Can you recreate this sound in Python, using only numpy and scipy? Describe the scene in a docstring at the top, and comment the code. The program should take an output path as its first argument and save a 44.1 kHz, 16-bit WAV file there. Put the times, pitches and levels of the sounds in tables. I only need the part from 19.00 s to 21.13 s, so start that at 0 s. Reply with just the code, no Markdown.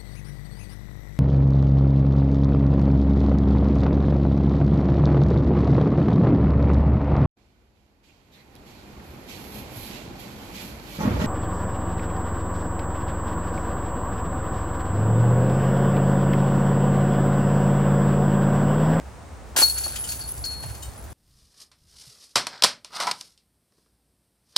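"""The hanging chains of a steel disc golf basket rattle in surges as a flying disc crashes into them.
The rattle is runs of uneven contacts that excite a thicket of short modes; slapped wires ring along.
Heavy links clang as swelling, beating partials, light links jingle from random touches, and the plastic
disc adds dull, damped knocks. A faint noise tail scatters the basket's sound in the wood.
Behind it lie a low outdoor rumble, a far drone and a soft hush of trees, all shaped noise."""
import sys
import numpy as np
from scipy import signal
from scipy.fft import rfft, irfft
from scipy.io import wavfile
from scipy.ndimage import uniform_filter1d

SR = 44100
rng = np.random.default_rng(int(sys.argv[2]) if len(sys.argv) > 2 else 0)


def wav_record(signal):
    """Record a signal, one row per channel, as 16-bit PCM in the file named by sys.argv[1]."""
    frames = np.transpose(np.atleast_2d(signal))
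    bounded = np.clip(frames, -1, 1)
    # unit amplitude maps onto the largest positive 16-bit level
    quanta = np.round(bounded * 32767).astype(np.int16)
    wavfile.write(sys.argv[1], SR, quanta)


N = 93977
T = np.arange(N) / SR  # seconds
IMPACT_S = .5655
CONTACT_SPREAD_DB = 3.5  # unevenness from contact to contact


def from_db(db):
    """Decibels to gain."""
    return 10 ** (np.asarray(db) / 20)


def rms_one(x):
    """Scale to unit rms."""
    return x / np.sqrt(np.mean(x ** 2) + 1e-20)


def evened(x, size):
    """Hold the running level, averaged over size samples, near rms 1."""
    x = rms_one(x)
    power = uniform_filter1d(np.mean(x ** 2, axis=0), size=size)
    return x / np.sqrt(power + 1e-6)


def at_hz(points, hz):
    """Read a table on a log-frequency axis."""
    f, value = np.transpose(points)
    return np.interp(np.log(np.maximum(hz, 1)), np.log(f), value)


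def at_time(points, s):
    """Read a curve in time."""
    return np.interp(s, *np.transpose(points))


def clicks(s, strength):
    """Impulses at the given times; those past the end are dropped."""
    samples = np.clip(np.ravel(s) * SR, 0, N).astype(int)
    return np.bincount(samples, np.ravel(strength), N + 1)[:N]


def at_mics(z, hz):
    """A complex partial reaches the two microphones with its own phase and level difference."""
    # Each row: frequency in Hz, phase by which left leads right in radians.
    mic_phase = [(300, .1), (1000, .6), (1550, 1.6), (1900, .4), (3000, 2.3), (3800, 0), (5200, -.1),
                 (5700, .6), (6800, .8), (7600, 2.8), (7950, 5.6), (8600, 6.2), (9400, 5.1), (10000, 4.1),
                 (10400, 3.85), (10900, 3.2), (11400, 3.1), (12200, 2.65), (12800, 1.7), (13500, .1)]
    # Random scatter of that phase from mode to mode. Each row: frequency in Hz, spread in radians.
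    phase_scatter = [(300, .15), (1000, .3), (2000, .9), (3500, 1.1), (4300, .15), (5600, .8), (7500, .8),
                     (8500, .35), (10400, .1), (11200, .04), (12500, .25), (16000, .2)]
    # Each row: frequency in Hz, left minus right in dB.
    mic_balance = [(300, 0), (700, 5), (1500, -2.5), (3000, 6), (4400, 5.5), (6500, 3), (8500, -0.5),
                   (16000, 0)]
    phase = at_hz(mic_phase, hz) + at_hz(phase_scatter, hz) * rng.standard_normal()
    lean = from_db(at_hz(mic_balance, hz) / 2)
    left = z.imag * lean
    right = (z * np.exp(-1j * phase)).imag / lean
    return np.array([left, right])


def ring(drive, hz, t60):
    """One mode, a decaying complex resonator set ringing by clicks, in stereo."""
    pole = np.exp((2j * np.pi * hz - np.log(1000) / max(t60, 1e-3)) / SR)
    return at_mics(signal.lfilter([1], [1, -pole], drive + 1e-18), hz)


def contacts(s, db, length, count):
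    """Each collision is a fading run of uneven contacts: their times and strengths."""
    fade_db = 6.0  # over the length of the run
    along = (np.arange(count) + rng.random((len(s), count))) / count
    along[:, 0] = 0
    size = from_db(CONTACT_SPREAD_DB * rng.standard_normal(along.shape) - fade_db * along)
    size /= np.sqrt(np.sum(size ** 2, axis=1, keepdims=True))  # same energy for every run
    return s[:, None] + length[:, None] * along, from_db(db)[:, None] * size


def mid_side(mid, side):
    """Mid and side to left and right."""
    return mid + side * [[1], [-1]]


def air(spectrum):
    """Stereo noise of a given colour, partly alike in both ears; rms 1."""
    alike = 0.57  # 0 is unrelated, 1 is identical
    colour = from_db(at_hz(spectrum, np.fft.rfftfreq(N, 1 / SR)))
    mid, side = irfft(rfft(rng.standard_normal((2, N))) * colour, N)
    return rms_one(mid_side(np.sqrt(1 + alike) * mid, np.sqrt(1 - alike) * side))


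def rumble():
    """Low outdoor noise, evened out and then swelled along a level curve."""
    # Colour of the rumble. Each row: frequency in Hz, relative level in dB.
    rumble_colour = [(20, -41), (35, 2), (52, -2), (67, 6.5), (90, 2.5), (120, 5.5), (180, -11.5),
                     (300, -36)]
    # Swell of the rumble. Each row: time in seconds, level in dB.
    rumble_swell = [(0, -47.5), (.26, -47), (.42, -48.5), (.7, -45), (.88, -47.5), (.96, -42.5),
                    (1.04, -45), (1.22, -43.5), (1.33, -43.5), (1.42, -36.5), (1.52, -51), (1.57, -40.5),
                    (1.62, -43.5), (1.68, -32), (1.78, -45.5), (1.88, -39.5), (1.96, -46), (2.1, -41.5)]
    return from_db(at_time(rumble_swell, T)) * evened(air(rumble_colour), size=3500)


def hum():
    """A low drone from far away: noise through two resonances at one pitch, its level evened."""
    hum_hz, width_hz, level_db = 65.6, 7.3, -42.5
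    noise = rng.standard_normal((2, N + SR))
    broad = signal.lfilter(*signal.iirpeak(hum_hz, 2, fs=SR), noise)
    narrow = signal.lfilter(*signal.iirpeak(hum_hz, hum_hz / width_hz, fs=SR), broad)
    mid, side = narrow[:, SR:]  # skip the resonators' build-up
    return from_db(level_db) * evened(mid_side(mid, 0.14 * side) + 1e-18, size=9000)


def trees():
    """The soft hush of trees: steady coloured noise."""
    # Each row: frequency in Hz, relative level in dB.
    tree_colour = [(100, -9), (200, 0.5), (400, -2.5), (800, -2), (1200, -7), (2000, -12.5), (3200, -20.5),
                   (5000, -21.5), (9000, -20.5), (10300, -30), (11500, -94), (16000, -60)]
    return from_db(-46) * air(tree_colour)


def woods(x):
    """Faint, dull scatter from trunks and leaves: a decaying noise tail convolved with the sound."""
    level_db, t60_s, cut_hz, delay_s = -13.5, 0.29, 3000, .012
    age = T[:SR]
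    tail = rng.standard_normal((2, SR)) * np.exp(-np.log(1000) * age / t60_s) * (age > delay_s)
    lowpass = signal.butter(1, cut_hz, fs=SR, output="sos")
    tail = signal.sosfilt(lowpass, rms_one(tail) / np.sqrt(SR))
    return from_db(level_db) * signal.fftconvolve(x, tail, axes=1)[:, :N]


def disc():
    """Dull, quickly damped knocks of the plastic disc against chains, pole and tray."""
    # Each row: start in seconds, level in dB before trim, length in seconds, brightness in dB per octave.
    knocks = [(0.555, -34.5, 0.0051, -6), (0.5665, -23.5, 0.0029, 1), (.588, -27, .012, -8.5),
              (0.6158, -27, 0.0031, -6), (0.62, -24, .004, -1), (0.864, -32, 0.00426, -2),
              (1.637, -36.5, 0.0016, 0)]
    # Modes of the disc. Each row: frequency in Hz, relative level in dB, t60 in seconds.
    disc_modes = [(275, -8.5, 0.032), (337, -8.5, 0.073), (453, -5, 0.07), (553, 1, 0.044),
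                  (665, 3.5, 0.057), (732, 1.5, 0.036), (870, 6, 0.052), (1013, 2, 0.065), (1130, 6, 0.028),
                  (1354, -1, 0.052), (1560, -4, 0.04), (1790, 3, .025)]
    trim_db = 3.5
    s, db, length, bright = np.transpose(knocks)
    when, size = contacts(s, db, length, count=3)
    body = np.zeros((2, N))
    for hz, level, t60 in disc_modes:
        tilt = from_db(bright * np.log2(hz / 800))[:, None]
        blows = clicks(when, size * tilt * rng.choice([-1, 1], size.shape))
        body += from_db(level) * ring(blows, hz, t60)
    return from_db(trim_db) * body / np.sqrt(len(disc_modes))


def jingle(count=7):
    """Light links touch at random and ring high; the swing of the chains sets the level."""
    # Light links differ slightly in pitch, so each of their modes is a cluster.
    # Each row: centre in Hz, spread to either side in Hz, relative level in dB.
    jingle_clusters = [(10365, 105, 0), (10330, 230, -8), (11010, 80, -8), (11780, 90, -16),
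                       (12200, 250, -18)]
    # Each row: time in seconds, level in dB before trim.
    jingle_level = [(0.572, -31), (0.592, -23.5), (0.756, -37.5), (0.778, -34), (0.822, -36.5),
                    (0.842, -34), (0.96, -45.5), (1.01, -34.5), (1.076, -45), (1.098, -35), (1.178, -47),
                    (1.21, -37.5), (1.23, -48.5), (1.316, -35), (1.33, -47), (1.536, -42), (1.554, -52),
                    (1.632, -44.5), (1.946, -62.5), (1.986, -51), (2.068, -63), (2.12, -56)]
    trim_db, t60_s, touches_per_s, spread_db = 7, 0.18, 220, 3.5
    touches = (rng.random(N) < touches_per_s / SR) * from_db(spread_db * rng.standard_normal(N))
    rings = np.zeros((2, N))
    for centre, spread, db in jingle_clusters:
        for hz in centre + spread * np.linspace(-1, 1, count):
            rings += from_db(db) * ring(touches * rng.standard_normal(N), hz, t60_s)
    onset = np.clip((T - IMPACT_S) / .006, 0, 1)  # silent until the impact
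    return evened(rings, size=1300) * from_db(trim_db + at_time(jingle_level, T)) * onset


def clangs():
    """Heavy links swell as they grind together, then ring in beating modes until neighbours damp them."""
    # Each row: start in seconds, level in dB before trim, build-up in seconds, ring t60 in seconds,
    # detuning in Hz.
    strikes = [(.5663, -27, .002, 0.23, 192), (0.614, -16.5, 0.0054, 0.203, 88),
               (0.6255, -12, .003, 0.091, 32), (0.6324, -8, 0.0054, 0.12, 26), (0.646, -24, .004, 0.1, 29),
               (.668, -25.5, .007, 0.36, 27.5), (.693, -22, 0.0064, 0.24, 33.5),
               (0.711, -30, .006, .2, 27.5), (0.767, -32, 0.0052, 0.22, 78), (.797, -41, .004, 0.22, -1),
               (0.833, -23.5, 0.0078, 0.17, 114), (.8445, -21, 0.0037, 0.12, 35),
               (0.913, -40.5, 0.0026, 0.22, 17), (1.089, -27, 0.0032, 0.23, 64.5),
               (1.206, -36.5, 0.004, 0.18, 100), (1.237, -35, .003, 0.17, 30),
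               (1.4398, -19, 0.0018, 0.07, 56), (1.4536, -28.5, 0.0045, 0.69, 0),
               (1.507, -45, 0.0027, 0.095, 56), (1.8235, -57, .002, 0.57, 29)]
    # Modes of heavy links. Each row: frequency in Hz before detuning, relative level in dB,
    # share of the ring time.
    link_modes = [(4323, 0, 1.0), (4372, -12, .45), (4430, -16, .4), (4495, -17, .35), (4650, -23, .25),
                  (4860, -24, .2), (11770, -27, .2), (12060, -24, .2), (12310, -23, .2), (12750, -26, .2),
                  (14190, -29, .25)]
    trim_db, spread_db = -1.0, 3
    out = np.zeros((2, N))
    for s, db, build_up, t60, detune in strikes:
        start = int(s * SR)
        age = T[:min(N - start, SR)]
        swell = np.minimum(age / max(build_up, 1e-4), 1)
        for hz, level, share in link_modes:
            gain = from_db(trim_db + db + level + spread_db * rng.standard_normal())
            decay = np.log(1000) / (t60 * share)
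            partial = swell * np.exp((2j * np.pi * (hz + detune) - decay) * age)
            # modes weaker than the first start at a random phase
            turn = np.exp(2j * np.pi * rng.random() * (level < link_modes[0][1]))
            out[:, start:start + len(age)] += gain * at_mics(partial * turn, hz)
    return out


def frame():
    """A chain slaps a wire of the basket; each slap rings the wire modes near its own pitch."""
    # Each row: start in seconds, level in dB before trim, frequency that it excites most in Hz.
    slaps = [(.567, -20, 1780), (.783, -31, 6900), (1.040, -38, 3000), (1.043, -31, 7900),
             (1.091, -30.5, 6200), (1.117, -40, 6400), (1.212, -36, 4960), (1.241, -49, 4940),
             (1.28, -47, 4930), (1.4405, -32, 5300), (1.453, -30.5, 5630), (1.506, -40, 6000),
             (1.8254, -34, 8010), (1.826, -39, 3440)]
    # Wires and rings of the basket. 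Each row: frequency in Hz, relative level in dB, t60 in seconds.
    frame_modes = [(1420, 10.5, 0.079), (2350, -9, 0.2), (2960, -1, 0.23), (3060, 3.5, 0.19),
                   (3790, -0.5, .2), (4690, -1, 0.16), (4880, -3, 0.12), (5273, -2.5, 0.063),
                   (5560, -4, 0.065), (6370, -6, 0.119), (6620, 3.5, 0.047), (6943, -11, .16),
                   (7150, 2.5, .12), (7900, -13, 0.15), (8530, -2, 0.313), (9430, -8, 0.28)]
    trim_db, width_octaves = -4.5, 0.2
    s, db, centre = np.transpose(slaps)
    out = np.zeros((2, N))
    for hz, level, t60 in frame_modes:
        nearness = np.exp(-.5 * (np.log2(hz / centre) / width_octaves) ** 2)
        out += ring(clicks(s, from_db(trim_db + db + level) * nearness), hz, t60)
    return out


def rattle(count=180):
    """Contacts between links excite a thicket of short modes and a dry tick."""
    # Bunches of links collide. Each row: start in seconds, level in dB before trim, length in seconds,
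    # brightness in dB per octave.
    surges = [(0.5627, -17.5, .022, -2.5), (0.584, -19.5, 0.024, -2.5), (0.606, -19, 0.025, -2),
              (0.624, -26.5, 0.033, 8), (0.65, -28, .05, 4), (.70, -36, .05, 7),
              (0.759, -39.5, 0.026, -5.5), (0.777, -30.5, .014, 0.5), (.805, -37, 0.036, -3),
              (.837, -32.5, 0.024, 0.5), (0.871, -37.5, .04, -2), (0.921, -36.5, 0.044, -3.5),
              (0.957, -31, 0.018, -3), (0.996, -46, 0.03, -6), (1.037, -38, .025, 0),
              (1.071, -38, .015, -1.5), (1.088, -32, 0.0114, 0.5), (1.113, -31.5, 0.023, 0.5),
              (1.142, -40, 0.033, 5.5), (1.191, -43, 0.011, -2), (1.208, -42, .03, -0.5),
              (1.278, -40.5, 0.016, 0), (1.304, -46, 0.045, 6.5), (1.375, -43.5, .008, 3),
              (1.4383, -45, 0.0079, -6), (1.447, -35, .009, 2), (1.505, -42, 0.04, -4),
              (1.625, -41, 0.023, -4.5), (1.685, -44.5, 0.024, -4.5), (1.746, -45, 0.011, -3.5),
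              (1.829, -40, .006, 2), (1.843, -49, 0.028, 5), (1.959, -55, .01, -5), (2.038, -53.5, .008, 6)]
    # Light rubbing of the swinging chains between surges. Each row: time in seconds,
    # level in dB before trim.
    sway = [(.57, -49), (.8, -49), (1.1, -54), (1.4, -58.5), (1.75, -58), (2.13, -67)]
    # Colour of the rattle. Each row: frequency in Hz, relative level in dB.
    rattle_colour = [(1250, -5), (1500, 1), (2050, -9), (2600, 0), (3500, -2.5), (4100, -3), (4600, 3),
                     (5400, -1), (6700, 4.5), (8200, 3.5), (9100, 1), (10000, 5), (11400, -45), (12200, 4),
                     (13300, -0.5), (15800, -7)]
    ring_db, ring_t60_s = 4.0, 0.11
    tick_db, tick_t60_s = 15.5, 0.013
    rub_count = 500
    s, db, length, bright = np.transpose(surges)
    when, size = contacts(s, db, length, count=14)
    rub_s = np.linspace(IMPACT_S, T[-1], rub_count) + rng.uniform(0, .01, rub_count)
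    rub_size = from_db(at_time(sway, rub_s) + CONTACT_SPREAD_DB * rng.standard_normal(rub_count))

    def drive(hz):
        """Every contact strikes each mode with a strength of its own."""
        tilt = from_db(bright * np.log2(hz / 6000))[:, None]
        blows = clicks(when, size * tilt * rng.standard_normal(size.shape))
        return blows + clicks(rub_s, rub_size * rng.standard_normal(rub_count))

    def bank(pitches, t60):
        """Sum coloured modes that share one decay."""
        return sum(from_db(at_hz(rattle_colour, hz)) * ring(drive(hz), hz, t60) for hz in pitches)

    pitches = np.linspace(1250, 15800, count) + rng.uniform(-25, 25, count)  # Hz
    rings = bank(pitches, ring_t60_s)
    ticks = bank(pitches[::4], tick_t60_s)
    return (from_db(ring_db) * rings + from_db(tick_db) * ticks) / np.sqrt(count)


def scene():
    """The basket, its scatter in the wood and the background."""
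    background = rumble() + hum() + trees()
    basket = disc() + jingle() + clangs() + frame() + rattle()
    return basket + woods(basket) + background


def record(dry):
    """The highest peaks are rounded and the top is cut steeply at 16 kHz."""
    rounded = dry / (1 + (dry / .75) ** 6) ** (1 / 6)
    return signal.sosfilt(signal.ellip(12, .1, 80, 16000, fs=SR, output="sos"), rounded)


dry = scene()
out = record(dry)
wav_record(out)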